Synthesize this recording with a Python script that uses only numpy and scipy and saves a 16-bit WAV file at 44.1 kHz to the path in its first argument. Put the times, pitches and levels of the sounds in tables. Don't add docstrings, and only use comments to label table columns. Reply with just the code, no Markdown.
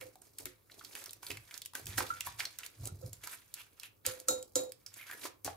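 import sys
import numpy as np
from scipy import signal
from scipy.fft import rfft, irfft
from scipy.io import wavfile

SR = 44100
rng = np.random.default_rng(int(sys.argv[2]) if len(sys.argv) > 2 else 0)


def to_wav(s):
    ch = np.atleast_2d(s).T
    pcm = np.round(np.clip(ch, -1, 1) * 32767)
    wavfile.write(sys.argv[1], SR, pcm.astype(np.int16))


N = 245360
LIFT_S = 0.032



def mash():
    # (time [s], crackle level [dB], fade per 20 dB [s], squelch relative to crackle [dB])
    plunges = [(0.009, -64, 0.14, 13.5), (0.218, -73.5, 0.31, 11), (0.389, -62.5, 0.12, 7.5),
               (0.457, -60, 0.086, -20), (0.704, -74.5, 1, 8), (0.959, -52.5, 0.16, 6),
               (1.229, -55.5, 0.27, -1.5), (1.752, -53, 0.12, 5), (1.878, -56.5, 0.88, -3),
               (1.98, -37, 0.063, 6.5), (2.393, -45.5, 0.073, -2.5), (2.591, -55.5, 0.047, -63),
               (3.237, -56, 0.25, -3), (3.544, -62.5, 0.18, -13), (4.057, -47, 0.13, -3),
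               (4.282, -60, 0.14, 25), (4.563, -50.5, 0.074, 20), (4.869, -67, 0.15, -42),
               (5.451, -50.5, 0.08, 3.5)]
    # (lift time [s], crackle level [dB], swell per 20 dB [s], squelch relative to crackle [dB])
    drags = [(0.931, -64.5, 0.26, 9.5), (1.321, -61.5, 0.091, 17), (1.567, -58.5, 0.12, 1.5),
             (2.268, -46, 0.028, -23), (2.651, -54, 0.022, -6.5), (2.873, -63, 0.12, 11.5),
             (3.077, -70, 0.16, 19), (3.151, -67.5, 0.096, 6), (3.34, -52, 0.13, -34),
             (3.604, -53.5, 0.049, -26), (3.861, -61.5, 0.11, -23), (4.2, -66, 0.076, 9.5),
             (4.977, -56, 0.032, -6.5), (5.095, -61.5, 0.25, -22), (5.272, -52.5, 0.16, 7.5)]
    # (frequency [Hz], relative level [dB])
    crackle_spectrum = [(1200, -107), (2300, 17), (3300, -26.5), (4500, -10), (8000, 3), (12000, 17.5),
                        (16000, 5)]
    squelch_spectrum = [(120, -16.5), (300, 12), (700, 5), (1300, -10), (2200, -131.5), (4000, -5)]
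    bite_s = 0.0075
    rest_crackle_db, rest_squelch_db = -90, -77

    strokes = [(s, db, bite_s, fade, deep) for s, db, fade, deep in plunges]
    strokes += [(s, db, swell, LIFT_S, deep) for s, db, swell, deep in drags]
    crackling = efforts(rest_crackle_db, [row[:4] for row in strokes])
    deep_strokes = [(s, db + deep, swell, fade) for s, db, swell, fade, deep in strokes]
    squelching = efforts(rest_squelch_db, deep_strokes)

    noise = rng.standard_normal((3, N))
    noise = noise[0] + noise[1:]
    pitched = 0
    for hz in np.geomspace(1500, 9000, num=5):
        grains = noise * tearing(per_s=200, spread_db=9.5, grain_s=0.006)
        pitched = pitched + evened(resonate(grains, hz, width=0.5 * hz))
    wide = coloured(noise * tearing(per_s=450, spread_db=6, grain_s=0.003), crackle_spectrum)
    sharp_pops = coloured(noise * tearing(per_s=160, spread_db=6.5, grain_s=0.0008), crackle_spectrum)
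    crackle = wide + 0.9 * pitched + 0.55 * sharp_pops
    squelch = coloured(noise * tearing(per_s=200, spread_db=8.2, grain_s=0.0037), squelch_spectrum)
    return crackling * crackle + squelching * squelch


def tearing(per_s, spread_db, grain_s):
    sizes = gain_of(spread_db * np.minimum(rng.exponential(1, N), 3))
    tears = sizes * (rng.random(N) < per_s / SR)
    decay = np.exp(-1 / (grain_s * SR))
    grains = signal.lfilter([1], [1, -decay], tears) / (grain_s * SR)
    return evened(0.25 * tears.mean() + grains)


def smacking():
    # (time [s], pocket peak level before a small random tilt [dB], pocket pitch [Hz],
    #  peak of the treble snap relative to the pocket [dB])
    smacks = [(0.011,-35,2240,1),(0.156,-48.5,710,10.5),(0.218,-39,8750,-9),(0.385,-29,9300,5),(0.456,-38.5,2170,16.5),(0.698,-46,1940,-16),(0.716,-42.5,4100,-22),(0.793,-43,4070,8),(0.811,-41.5,1260,-10),(0.848,-35,4330,4),(0.952,-29.5,2570,5),(1.04,-44,6960,17),(1.059,-32.5,5500,5.5),(1.093,-38,3880,0),(1.108,-38.5,8950,7),(1.132,-48,2600,21),(1.23,-39,1070,5),(1.266,-30.5,4100,4),(1.304,-26.5,2680,-24),(1.314,-27,2350,1.5),(1.371,-33,2330,2.5),(1.51,-35.5,2300,-3),(1.541,-31,5400,-5),(1.577,-39.5,7050,13),(1.618,-32.5,3900,5.5),(1.651,-39,3800,9),(1.659,-37,3050,15.5),(1.735,-43.5,1120,8.5),(1.752,-31,1540,12),(1.857,-37.5,7700,7),(1.868,-32.5,2830,9.5),(1.98,-20.5,1620,-9),(2.004,-22.5,1060,-17),(2.207,-25.5,2720,8.5),(2.27,-29,997,2),(2.398,-26,4600,0),(2.403,-22,2260,-19),(2.453,-24,4400,-5),(2.587,-35,7000,11.5),(2.633,-32,2670,-6),(2.663,-37,9000,14.5),(2.855,-25.5,8540,-3),(2.873,-26.5,8400,2),(3.062,-40.5,5540,4),(3.131,-32.5,7300,9),(3.237,-35,2700,-16),(3.273,-37,1180,13.5),(3.54,-35.5,7960,16),(3.798,-39,4300,10.5),(3.833,-34,2740,6.5),(4.051,-30,1870,-17),(4.064,-16,8450,5),(4.2,-33.5,8860,7.5),(4.284,-14,7000,-4),(4.427,-37,7860,12),(4.556,-10.5,7200,-16),(4.72,-43,2500,16),(4.863,-30.5,5740,-4),(4.94,-37.5,7340,2),(5.012,-38,2270,-3),(5.098,-35.5,1460,-13),(5.112,-32.5,2030,4.5),(5.216,-41,3870,-17),(5.24,-36.5,2230,-15),(5.254,-29,1140,-19),(5.446,-29.5,8600,10),(5.476,-26,680,-8)]
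    food = np.zeros((2, N))
    for s, *row in smacks:
        add(food, s, smack(*row))
    return food


def smack(db, hz, snap_db):
    t = np.arange(3000) / SR
    noise = rng.standard_normal((4, 3000)) * (1 - np.exp(-t / 0.0001))
    puff = noise[0] * np.exp(-t / (0.003 + 1.8 / hz))
    pocket = resonate(puff, hz, width=0.22 * hz)
    hiss_burst = (noise[1] + noise[2:]) * np.exp(-t / 0.002)
    snap = signal.lfilter(*signal.butter(2, 5000, "high", fs=SR), hiss_burst)
    both = pocket / abs(pocket).max() + gain_of(snap_db) * snap / abs(snap).max()
    tilt_db = rng.normal(0, 1.2) * np.array([[1], [-1]])
    return gain_of(db + tilt_db) * both


def scraping():
    # (peak time [s], level of the pitched part [dB], swell per 20 dB [s], pitch [Hz])
    scrapes = [(0.022, -52.5, 0.0059, 2200), (0.462, -46.5, 0.0062, 2000), (1.325, -69, 0.059, 2440),
               (3.606, -48, 0.051, 2760), (3.855, -51, 0.06, 2700), (5.03, -48.5, 0.089, 2180),
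               (5.13, -44, 0.053, 1700)]
    pitch_width = 0.18
    sizzle_hz, sizzle_width_hz, sizzle_db = 11500, 1500, -4

    noise = rng.standard_normal((3, N))
    grains = (noise[0] + noise[1:]) * tearing(per_s=450, spread_db=2.5, grain_s=0.0033)
    sizzle = gain_of(sizzle_db) * evened(resonate(grains, sizzle_hz, sizzle_width_hz))
    out = np.zeros((2, N))
    for s, db, swell, hz in scrapes:
        pitched = evened(resonate(grains, hz, pitch_width * hz))
        out += efforts(-np.inf, [(s, db, swell, LIFT_S)]) * (pitched + sizzle)
    return out


def clinking():
    # (time [s], rim level [dB], wall level [dB], tine level [dB], thump level [dB],
    #  free ring before the mash muffles it [s])
    clinks = [(0.016, -45, -64, -74, -60, .08), (0.456, -60, -72, -56, -34, .1),
              (1.995, -41, -70, -60, -27, .05), (2.103, -60, -31, -56, -50, .085),
              (2.883, -80, -54, -80, -46, .03), (3.024, -43, -66, -62, -44, .035),
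              (4.065, -38, -54, -37, -36, .22), (4.284, -29, -35, -22, -30, .15),
              (4.556, -27, -46, -26, -28, .15), (5.478, -60, -56, -60, -48, .08)]
    glass = np.zeros((2, N))
    for s, *row in clinks:
        add(glass, s, clink(*row))
    return glass


def clink(*row):
    # (frequency [Hz], level relative to the family [dB], t60 while free [s])
    bowl_modes = [
        [(511, 4, 0.5), (526, 1, 0.25)],
        [(1335, 14, 0.05), (1349, -2, 0.33), (1435, -8, 0.3)],
        [(3850, -13, 0.35), (4150, -12, .22), (6630, -8, .2), (6900, -8, .18), (7075, -3, .24), (7400, -9, .2),
         (12500, -9, .14)],
        [(280, -9, 0.15), (365, -6, 0.2), (620, -8, 0.05)],
    ]
    # (level [dB], phase lead [rad])
    left_side = [(-5, -1.7), (-4, 1.6), (-1, 1.4), (-11, 0)]
    muffle_db_per_s = 500

    *family_db, free_s = row
    t = np.arange(20000) / SR
    out = np.zeros((2, len(t)))
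    for db, family, (left_db, lead) in zip(family_db, bowl_modes, left_side):
        side_gain = gain_of([[left_db], [0]])
        for hz, mode_db, t60 in family:
            bloom = 1 - np.exp(-t * hz / 3.5)
            ring = gain_of(db + mode_db - 60 * t / t60) * bloom
            tone = np.sin(2 * np.pi * hz * t + [[lead], [0]])
            blur = evened(resonate(rng.standard_normal((2, len(t))), hz, width=0.06 * hz))
            blur_share = np.clip(hz / 14000, 0.22, 0.6)
            out += ring * side_gain * (tone + blur_share * blur)
    return out * gain_of(-muffle_db_per_s * np.maximum(t - free_s, 0))


def counter():
    # (time [s], hum level [dB], fade per 20 dB [s])
    shoves = [(.0, -61.5, 0.19), (.45, -56, 0.12), (1.32, -53, 0.16), (1.88, -45, 0.3), (2.28, -54, .2),
              (2.815, -45, 0.22), (2.925, -44, .14), (3.045, -44, 0.14), (4.08, -50.5, 0.082),
              (4.31, -53, 0.12), (4.57, -57, 0.12), (5.47, -50, 0.12)]
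    # (frequency [Hz], width of one pass [Hz], relative level [dB])
    slab = [(52.5, 16, 1), (100.5, 37, 10.5), (329, 120, -9)]
    shove_swell, rest_hum_db = 0.22, -74.5

    rub = rng.standard_normal(N)
    hum = np.zeros(N)
    for hz, width, db in slab:
        once = resonate(rub, hz, width)
        hum += gain_of(db) * evened(resonate(once, hz, width))
    shoving = efforts(rest_hum_db, [(s, db, shove_swell * fade, fade) for s, db, fade in shoves])
    return shoving * gain_of([[-0.6], [0.6]]) * evened(hum)


def kitchen(x, tail_db, bounce):
    # (frequency [Hz], t60 [s])
    room_decay = [(200, 0.35), (1400, 0.29), (4000, 0.24), (14000, 0.07)]
    taps = np.zeros((2, SR // 2))
    at = np.arange(200, SR // 2 - 20, 20) + rng.integers(0, 20, (2, (SR // 2 - 201) // 20))
    np.put_along_axis(taps, at, rng.choice([-1., 1.], at.shape), 1)
    hz, t, z = signal.stft(taps, SR, nperseg=256)
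    decay = gain_of(-60 * t / read(room_decay, hz)[:, None])
    tail = signal.istft(z * decay, SR, nperseg=256)[1]
    paths = gain_of(tail_db) * tail / np.linalg.norm(tail[0])
    paths[[0, 1], [1, 2]] = 0.7
    bounces = bounce * np.array([-.25, .2, .2, .25, -.25, -.2])
    paths[[0, 0, 0, 1, 1, 1], [17, 55, 131, 29, 73, 109]] += bounces
    return signal.fftconvolve(x, paths, axes=1)[:, :N]


def hiss():
    # (frequency [Hz], relative level [dB])
    floor_spectrum = [(18, -26), (30, 6.5), (533, 4), (694, -5.5), (1200, -2), (1700, -15), (3130, -30),
                      (14800, -4)]
    floor_db = -69.5
    return gain_of(floor_db) * coloured(rng.standard_normal((2, N)), floor_spectrum)


def efforts(rest_db, rows):
    step_db = 20
    t = np.arange(N) / SR
    power = gain_of(rest_db) ** 2
    for s, db, swell_s, fade_s in rows:
        before = (s - t) / max(swell_s, 0.002)
        after = (t - s) / max(fade_s, 0.002)
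        power = power + gain_of(db - step_db * np.maximum(before, after)) ** 2
    return np.sqrt(power)


def resonate(x, hz, width):
    return signal.lfilter(*signal.iirpeak(min(hz, SR * .45), max(hz / width, .3), SR), x)


def coloured(x, points):
    gain = gain_of(read(points, np.fft.rfftfreq(N, 1 / SR)))
    return evened(irfft(rfft(x) * gain, N))


def read(points, hz):
    f, value = np.transpose(points)
    return np.interp(np.log(hz + 1), np.log(f + 1), value)


def evened(x):
    return x / np.sqrt(np.mean(x ** 2) + 1e-20)


def gain_of(db):
    return 10 ** (np.asarray(db) / 20)


def add(mix, s, sound):
    part = mix[:, round(s * SR):][:, :sound.shape[1]]
    part += sound[:, :part.shape[1]]


def scene():
    food = (mash() + scraping() + smacking()) * gain_of([[-1.3], [1.3]])
    bowl = kitchen(food, tail_db=-13, bounce=0.33)
    bowl += kitchen(clinking(), tail_db=-23, bounce=0)
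    return bowl + counter() + hiss()


def record(dry):
    edge_hz = 15700
    low_pass = signal.firwin(255, edge_hz, window=("kaiser", 9), fs=SR)
    return signal.oaconvolve(dry, low_pass[None], "same")


dry = scene()
out = record(dry)
to_wav(out)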